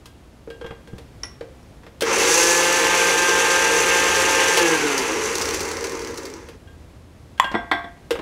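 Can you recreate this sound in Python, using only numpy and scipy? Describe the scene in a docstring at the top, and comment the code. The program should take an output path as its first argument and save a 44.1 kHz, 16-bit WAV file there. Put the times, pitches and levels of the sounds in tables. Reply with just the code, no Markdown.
"""A glass-jar blender spins up, grinds dry crumbs and coasts to rest in a kitchen.
Its shaft sings in harmonics of the rotation rate and forces the motor base into a resonant drone,
while the blades roar through the load and grit and chips rattle on the glass.
Impacts excite decaying modes: the lid is pressed on first; afterwards plastic clacks on the counter
and the jar is knocked about. Beneath it all lie the rumble and hum of the house."""
import sys
import numpy as np
from scipy import signal
from scipy.fft import rfft, irfft
from scipy.io import wavfile

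SR = 44100
rng = np.random.default_rng(int(sys.argv[2]) if len(sys.argv) > 2 else 0)


def bounce(signal):
    """Save signal as a 16-bit WAV file at the path given by the first command-line argument."""
    frames = np.transpose(np.atleast_2d(signal))
    limited = np.clip(frames, -1, 1)
    pcm = np.round(limited * 32767).astype(np.int16)
    wavfile.write(sys.argv[1], SR, pcm)


N = 362278

ON_S, OFF_S, STOP_S = 2.01, 4.58, 6.58  # power on, power off, the load catches the shaft
RUN_HZ, MAINS_HZ = 176.7, 60  # full shaft speed, supply frequency
BREAK_UP_S = 2.374  # whole pieces shatter

# resonances that lift a tone gliding through them (frequency [Hz], width [Hz], gain [dB])
BLENDER_RESONANCES = [(400, 260, 5), (514, 24, 6), (862, 30, 2), (1579, 22, 9), (1722, 60, 6)]
# resonances of the loaded jar (frequency [Hz], width [Hz], gain [dB])
JAR_RESONANCES = [(1640, 40, 4), (2100, 160, 2), (2700, 220, 4), (4600, 300, 2), (5680, 200, 5.5),
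                  (6140, 170, 4), (6550, 150, 2.5), (7540, 220, 4), (11170, 330, 5.5)]
# spectrum of a contact tick (frequency [Hz], relative level [dB])
TICK_SPECTRUM = [(60, -13), (160, -9.5), (400, -0.5), (1000, 0.5), (2500, -3), (3500, -5), (6000, -14),
                 (10000, -19.5), (16000, -31)]


def blender():
    """Rotating machinery: one shaft sets the pitch of the tones and drives drone, churn and grit."""
    t = clock()
    speed = shaft_speed() * (1 + .0005 * drift(8))
    turns = np.cumsum(speed) / SR
    moving = np.clip((t - ON_S) / .055, 0, 1) * np.clip((STOP_S - t) / .031, 0, 1)
    tones = shaft_tones(speed, turns, powered=t < OFF_S) + rotor_groan(speed, turns)
    return moving * (tones + base_drone(speed, turns) + churn(speed, turns) + grit(speed))


def shaft_speed(spin_up_s=.154, load_sag=.028, loosen_s=.95, coast_drag=.65, free_rest_s=6.69):
    """Torque balance, in turns per second: the motor pulls against drag, then friction and drag brake."""
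    loading = 1 - load_sag * swell(ON_S, loosen_s)  # the fresh load holds the shaft back
    running = np.tanh(np.maximum(clock() - ON_S, 0) / spin_up_s) * loading
    share_left = np.clip((free_rest_s - clock()) / (free_rest_s - OFF_S), 0, 1)
    coasting = np.tan(coast_drag * share_left) / np.tan(coast_drag)
    return np.maximum(RUN_HZ * running * coasting, 1)


def shaft_tones(speed, turns, powered):
    """Periodic forcing: blades and armature sound shaft harmonics; torque ripple adds sidebands."""
    # shaft tones (order [per turn], relative level [dB])
    harmonics = [(1, -15), (2, -7.5), (3, -1), (4, -16), (5, -1), (6, -5), (7, -5.5), (8, -11), (9, 1.5),
                 (10, -2.5), (11, -14), (16, -12), (19, -17), (20, -12)]
    # ripple tones (order [per turn], side [+1 or -1], relative level [dB])
    sidebands = [(1, 1, -14), (2, 1, -5), (3, -1, -14), (6, -1, -13), (14, 1, -9)]
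    ripple_cycles = 2 * MAINS_HZ * clock()  # torque pulses twice a mains cycle
    out = np.zeros(N)
    for order, db in harmonics:
        lift_db = bumps(BLENDER_RESONANCES, order * speed) - bumps(BLENDER_RESONANCES, order * RUN_HZ)
        out += amp(db + lift_db) * flutter(order * turns)  # the load makes each tone waver
    for order, side, db in sidebands:
        out += amp(db) * powered * flutter(order * turns + side * ripple_cycles)
    return amp(-26.5) * out * (speed / RUN_HZ) ** 7


def rotor_groan(speed, turns, attack_s=.04, release_s=.18):
    """Harmonics of rotor and fan swell under light load; reverberation blurs their glides."""
    # rotor and fan tones (order [per turn], relative level [dB])
    harmonics = [(1, -22), (2, 0), (3, 1), (10, -4), (15, -9)]
    # light running after spin-up and at switch-off (time [s], hold [s], level [dB], tilt [dB/octave])
    groans = [(2.2, 0.35, -39, 2), (4.588, 0.15, -23.5, -0.5)]
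    tones = [(order, amp(db + bumps(BLENDER_RESONANCES, order * speed) / 2) * flutter(order * turns))
             for order, db in harmonics]
    out = np.zeros(N)
    for s, hold_s, db, tilt_db in groans:
        envelope = (1 - fade(s, attack_s)) * fade(s + hold_s, release_s)
        out += envelope * sum(amp(db + tilt_db * np.log2(order)) * tone for order, tone in tones)
    return kitchen(out, wet_db=-2)


def base_drone(speed, turns, throb=.38, climb_db=12, knee_hz=92):
    """Forced vibration: each turn jolts the base, and harder jolts favour its higher resonances."""
    # the motor base on the counter (frequency [Hz], width [Hz], relative level [dB])
    resonances = [(266.8, 11, -7), (325.8, 10.8, -2.5), (387.7, 13.2, 0.5), (438, 32, -0.5),
                  (463.1, 9.2, 2.5), (524, 16.7, -6)]
    jolts = rfft(rng.standard_normal(N) * (1 + throb * np.cos(2 * np.pi * turns)))
    hardness = speed / RUN_HZ + .76 * swell(ON_S, .55)  # speed plus the strain of starting
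    hz, out = np.fft.rfftfreq(N, 1 / SR), np.zeros(N)
    for centre, width, db in resonances:
        lean_db = climb_db * np.log2(centre / 400) * (hardness - .6)
        out += amp(db + lean_db) * irfft(jolts / (1 + 1j * (hz - centre) / width) ** 2, N)
    calm_db = 10 * np.log10(speed ** 2 / (speed ** 2 + knee_hz ** 2))
    shudder_db = 11.5 * swell(ON_S, .46)
    damping_db = -6.5 * swell(ON_S, .98)  # by the fresh load
    return amp(-26 + calm_db + shudder_db + damping_db) * unit(out)


def churn(speed, turns, chop=.036, lumps_db=1, db_per_octave=8):
    """Modulated noise: blades chop the load in uneven lumps; the roar dulls to a scrape as they slow."""
    # spectra of fast and of slow blades (frequency [Hz], relative level [dB])
    roar_spectrum = [(60, -22), (200, -21.5), (300, -8.5), (550, -5), (660, -6.5), (860, 2), (1200, -2),
                     (1700, -1.5), (2500, 0), (3100, -3.5), (4000, -11.5), (6000, -19.5), (16000, -47)]
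    scrape_spectrum = [(60, -24), (200, -3), (300, -13.5), (550, 1.5), (660, -12.5), (900, 1.5),
                       (1500, -4.5), (2150, -4), (2700, -13.5), (4000, -17), (6000, -12.5), (16000, -52)]
    cuts = rng.standard_normal(N) * (1 + chop * np.cos(2 * np.pi * turns)) * amp(lumps_db * drift(40))
    roar = unit(colour(cuts, roar_spectrum, JAR_RESONANCES))
    scrape = unit(colour(cuts, scrape_spectrum, JAR_RESONANCES))
    fast = np.clip(speed / RUN_HZ, 0, 1) ** 2
    grinding = kitchen(fast * roar + (1 - fast) * scrape, wet_db=-8)
    first_bite_db = 20 * fade(ON_S, .1)
    level_db = -21.5 + db_per_octave * np.log2(speed / RUN_HZ) + first_bite_db + .3 * turnover()
    return amp(level_db) * unit(grinding)


def grit(speed, clumps_db=1.6, db_per_octave=10):
    """Shot noise: crumbs hit the glass in a dense hiss at full speed, a fine patter as the blades slow."""
    # crumbs on glass (frequency [Hz], relative level [dB])
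    spectrum = [(500, -51), (2500, -15), (3800, -5), (4600, -2.5), (5200, -3.5), (6200, 3), (7300, -2.5),
                (8300, -6), (10200, -7), (11600, -16), (14000, -17), (16000, -27.5)]
    hits_per_s = 400 + 14000 * (speed / RUN_HZ) ** 3
    sizes = amp(3 * np.minimum(rng.exponential(1, N), 3.5)) * rng.choice([-1, 1], N)
    hits = sizes * (rng.random(N) < hits_per_s / SR) / np.sqrt(hits_per_s)
    hits *= amp(clumps_db * drift(80))
    rattle = kitchen(colour(hits, spectrum, JAR_RESONANCES), wet_db=-5)
    level_db = -24 + db_per_octave * np.log2(speed / RUN_HZ) + .23 * turnover()
    break_up_db = 5.5 * swell(BREAK_UP_S, .28)
    power_off_db = -3 * (1 - fade(OFF_S, .076))
    fall_back_db = 4 * swell(5.42, .23)  # crumbs drop onto the slowing blades
    return amp(level_db + break_up_db + power_off_db + fall_back_db) * unit(rattle)


def turnover(period_s=.701):
    """Slow amplitude modulation: the load heaves round the jar."""
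    return np.cos(2 * np.pi * (clock() - BREAK_UP_S) / period_s)


def chips(spatter_s=5.85, half_span_s=.5, count=34, db_per_s=-16, spread_db=5):
    """Impulse excitation: hard pieces snap against the jar and sound its resonances."""
    # large chips flung by the slowing blades (time [s], level [dB])
    large_chips = [(4.9786, -21.5), (5.4182, -24), (5.5432, -25), (5.605, -27), (5.714, -31), (5.841, -28),
                   (6.1743, -34), (6.253, -34.5)]
    # spectrum of a snap, and its passage through the glass (frequency [Hz], gain [dB])
    snap = [(500, 3), (2000, 3.5), (3200, -0.5), (4500, 6), (6200, 6.5), (9000, -1.5), (11500, -10.5),
            (13300, -10), (16000, -14)]
    through_glass = [(500, -3.5), (6000, -4), (16000, -2.5)]
    out = np.zeros(N)
    for s, db in large_chips:
        add(out, s, amp(db) * crack(snap, decay_s=.009))
    for slot, (place, size) in enumerate(rng.random((count, 2))):  # a weakening spatter of small chips
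        late_s = half_span_s * (2 * (slot + place) / count - 1)
        db = -36.5 + db_per_s * late_s + spread_db * (2 * size - 1)
        add(out, spatter_s + late_s, amp(db) * crack(snap, decay_s=.003))
    return kitchen(colour(out, through_glass, JAR_RESONANCES), wet_db=-5)


def knocks():
    """Free vibration: hands, lid and switch strike the blender with a tick, and base and rim ring on."""
    # blows (time [s], base level [dB], rim level [dB], tick level [dB], tick tilt [dB/octave])
    blows = [(0.057, -62, -57, -45.5, 4), (.474, -33.5, -67, -42, -7), (.502, -38.5, -44, -45.5, 0),
             (.612, -34, -47, -42, -3), (.644, -37.5, -48, -37, -6.5), (0.663, -40, -42.5, -43.5, -1),
             (.707, -39.5, -48, -35.5, -6.5), (.874, -45, -53, -53, 1.5), (.932, -58, -59, -33, -14.5),
             (0.982, -43, -65, -46, 1.5), (1.409, -31.5, -62, -40.5, -3), (1.834, -53, -69, -49, -3),
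             (1.865, -48, -72, -45, -2), (2.008, -39, -54.5, -28, 4), (2.02, -18.5, -32, -24.5, 2.5),
             (4.573, -19, -43, -18.5, 3), (6.487, -47, -64, -44.5, 1.5), (6.674, -66, -51.5, -68, -13),
             (7.378, -72, -46, -49, -0.5), (7.443, -60, -25.5, -32, -2.5), (7.515, -56, -46, -34, -2.5),
             (8.107, -18.5, -43, -25.5, 0.5), (8.154, -29, -54, -34, -4), (8.19, -36, -50, -31, -5)]
    # modes of the base and of the glass rim (frequency [Hz], relative level [dB], T60 [s])
    base_modes = [(310, -14, 0.15), (390, -3.5, 0.11), (461, -3, 0.2), (516, 2.5, 0.065)]
    rim_modes = [(1140, -15, .35), (1600, 6.5, 0.19), (2800, -1, 0.16), (3268, 4.5, 0.092),
                 (4721, -31, .15)]
    out = np.zeros(N)
    for s, base_db, rim_db, tick_db, tilt_db in blows:
        add(out, s, amp(base_db) * ring(base_modes) + amp(rim_db) * ring(rim_modes))
        add(out, s, amp(tick_db) * crack(TICK_SPECTRUM, decay_s=.01, tilt_db=tilt_db))
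    return out


def clinks():
    """Hard contact: metal touches the glass and excites its high modes."""
    # touches (time [s], level [dB])
    touches = [(1.234, -30), (1.63, -66)]
    # modes of the clink (frequency [Hz], relative level [dB], T60 [s])
    modes = [(1960, -11, 0.072), (3330, -15, .04), (5510, -9, 0.053), (5500, -16, 0.35),
             (5570, 10.5, 0.028), (6040, -10, 0.072), (10330, -13, 0.068)]
    out = np.zeros(N)
    for s, db in touches:
        add(out, s, amp(db) * ring(modes))
        add(out, s, amp(db - 7.5) * crack(TICK_SPECTRUM, decay_s=.012, tilt_db=-1.5))
    return out


def jar_on_counter():
    """A collision excites both bodies: the jar rings and the counter thuds."""
    # landings (time [s], thud level [dB], ring level [dB], thud tilt [dB/octave])
    landings = [(7.542, -20.5, -48, -4), (7.549, -21, -25, -4), (7.714, -17, -21.5, 0.5),
                (7.747, -32.5, -38, -7.5), (7.843, -36.5, -38, -3)]
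    # modes of the jar (frequency [Hz], relative level [dB], T60 [s])
    modes = [(692, -1, 0.3), (1115, -3.5, 0.2), (1589, 2, 0.39), (1933, 3.5, 0.13), (2186, -8, 0.12),
             (2760, -31, .26), (3250, -8, 0.11), (3430, -0.5, 0.092), (4000, -34, 0.11), (5437, -22, 0.2),
             (8016, -19.5, 0.074), (9808, -30, .09)]
    # spectrum of the counter (frequency [Hz], relative level [dB])
    thud = [(60, -19), (180, -7), (270, 7), (400, 2), (560, -4.5), (720, 8.5), (1200, 4), (2100, 2),
            (2700, -12.5), (3700, -6), (6000, -31), (16000, -42)]
    out = np.zeros(N)
    for s, thud_db, ring_db, tilt_db in landings:
        add(out, s, amp(ring_db) * ring(modes))
        add(out, s, amp(thud_db) * crack(thud, decay_s=.0098, tilt_db=tilt_db))
    return out


def plastic_clack():
    """Heavy damping: hard plastic strikes the counter and its modes die almost at once."""
    # strike (time [s], level [dB])
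    strikes = [(7.3984, -11)]
    # modes of the plastic (frequency [Hz], relative level [dB], T60 [s])
    modes = [(1050, 0.5, 0.029), (1117, -2, 0.013), (1910, -2, 0.0097), (3060, -22, 0.032),
             (3380, -17, 0.04), (7370, -20, 0.013)]
    out = np.zeros(N)
    for s, db in strikes:
        add(out, s, amp(db) * ring(modes))
        add(out, s, amp(db - 19) * crack(TICK_SPECTRUM, decay_s=.0036, tilt_db=3))
    return out


def kitchen(x, wet_db):
    """Reverberation: sparse reflections of random sign are added, each band dying at its own rate."""
    # decay of the room (frequency [Hz], T60 [s])
    decay = [(100, 0.2), (500, 0.37), (2000, 0.42), (6000, 0.24), (15000, 0.36)]
    taps = rng.choice([-1., 1.], SR // 2) * (rng.random(SR // 2) < .07)
    taps[:round(.005 * SR)] = 0  # gap before the first reflection
    hz, t, bands = signal.stft(taps, SR, nperseg=256)
    tail = signal.istft(bands * amp(-60 * t / read(decay, hz)[:, None]), SR, nperseg=256)[1]
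    return x + amp(wet_db) * signal.fftconvolve(x, tail / np.linalg.norm(tail))[:N]


def room_tone(air_db=-45.5, hum_hz=81.2):
    """Ambient noise: the low rumble and faint hiss of the house, with a wavering hum."""
    # rumble and hiss (frequency [Hz], relative level [dB])
    spectrum = [(20, -19), (40, -11), (58, 1), (80, -6), (110, -6), (190, -12), (290, -12), (400, -17),
                (700, -21), (1300, -27.5), (3400, -34), (6000, -38), (11000, -43.5), (16000, -53)]
    # swells of the hum (time [s], half width [s], level [dB])
    hum_swells = [(3.7, .08, -49), (4.25, 0.37, -42.5), (5.6, 0.41, -44), (6.95, 0.99, -50)]
    air = amp(air_db + .6 * drift(3)) * unit(colour(rng.standard_normal(N), spectrum))
    hum_gain = sum(amp(db) * swell(s, width_s) for s, width_s, db in hum_swells)
    return air + hum_gain * unit(flutter(hum_hz * clock()))


def ring(modes):
    """Modal decay: each struck mode swells for about a cycle, then dies exponentially."""
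    t = np.arange(SR // 2) / SR
    out = np.zeros(len(t))
    for hz, db, t60 in modes:
        envelope = amp(db - 60 * t / t60) * (1 - np.exp(-(t * hz) ** 2))
        out += envelope * np.sin(2 * np.pi * (hz * t + rng.random()))
    return blow(out)


def crack(spectrum, decay_s, tilt_db=0, rise_s=.00013):
    """Contact transient: a short burst of filtered noise."""
    t = np.arange(SR // 5) / SR
    burst = rng.standard_normal(len(t)) * np.exp(-t / decay_s) * (1 - np.exp(-t / rise_s))
    return blow(colour(burst, spectrum, tilt_db=tilt_db))


def flutter(cycles):
    """A tone under random amplitude and phase modulation."""
    return (1 + .25 * drift(14)) * np.cos(2 * np.pi * cycles + .3 * drift(16))


def drift(rate_hz):
    """Low-pass noise of rms 1."""
    hz = np.fft.rfftfreq(N, 1 / SR)
    return unit(irfft(rfft(rng.standard_normal(N)) * np.exp(-(hz / rate_hz) ** 2), N))


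def colour(x, spectrum, peaks=(), tilt_db=0, size=4096):
    """Minimum-phase filter from a spectrum, its resonances and a tilt per octave."""
    hz = abs(np.fft.fftfreq(size, 1 / SR))
    octaves = np.log2(np.maximum(hz, 120) / 1000)
    log_gain = np.log(amp(read(spectrum, hz) + bumps(peaks, hz) + tilt_db * octaves))
    taps = np.fft.ifft(np.exp(np.conj(signal.hilbert(log_gain)))).real[:size // 2]
    return signal.oaconvolve(x, taps)[:len(x)]


def read(points, hz):
    """Interpolates on a log-frequency axis."""
    f, value = np.transpose(points)
    return np.interp(np.log(hz + 1), np.log(f + 1), value)


def bumps(peaks, hz):
    """The summed lift in dB of resonance curves."""
    return sum(db / (1 + (2 * (hz - f) / width) ** 2) for f, width, db in peaks)


def swell(s, width_s):
    """A bell curve of height 1, centred on a time."""
    return np.exp(-((clock() - s) / width_s) ** 2)


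def fade(s, decay_s):
    """1 up to a time, then exponential decay."""
    return np.exp(-np.maximum(clock() - s, 0) / decay_s)


def clock():
    """The time in s at every sample."""
    return np.arange(N) / SR


def amp(db):
    """Decibels to gain."""
    return 10 ** (np.asarray(db) / 20)


def unit(x):
    """Scales to rms 1."""
    return x / np.sqrt(np.mean(x ** 2) + 1e-20)


def blow(x):
    """Scales to the energy of 20 ms at rms 1."""
    return x / np.sqrt(np.sum(x ** 2) / (SR / 50))


def add(mix, s, sound):
    """Mixes a sound in at a time."""
    part = mix[round(s * SR):][:len(sound)]
    part += sound[:len(part)]


def scene():
    """Superposition: all sources sum at one point, the nearby clack with less reverberation."""
    grinding = blender() + chips()
    handling = kitchen(knocks() + clinks() + jar_on_counter(), wet_db=-6)
    clack = kitchen(plastic_clack(), wet_db=-9.5)
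    return (grinding + handling + clack + room_tone())[None]


def record(dry):
    """Clipping at full scale, then a band limit."""
    lowpass = signal.firwin(701, 15800, window=("kaiser", 9), fs=SR)
    return signal.oaconvolve(np.clip(dry, -1, 1), lowpass[None], "same")


dry = scene()
out = record(dry)
bounce(out)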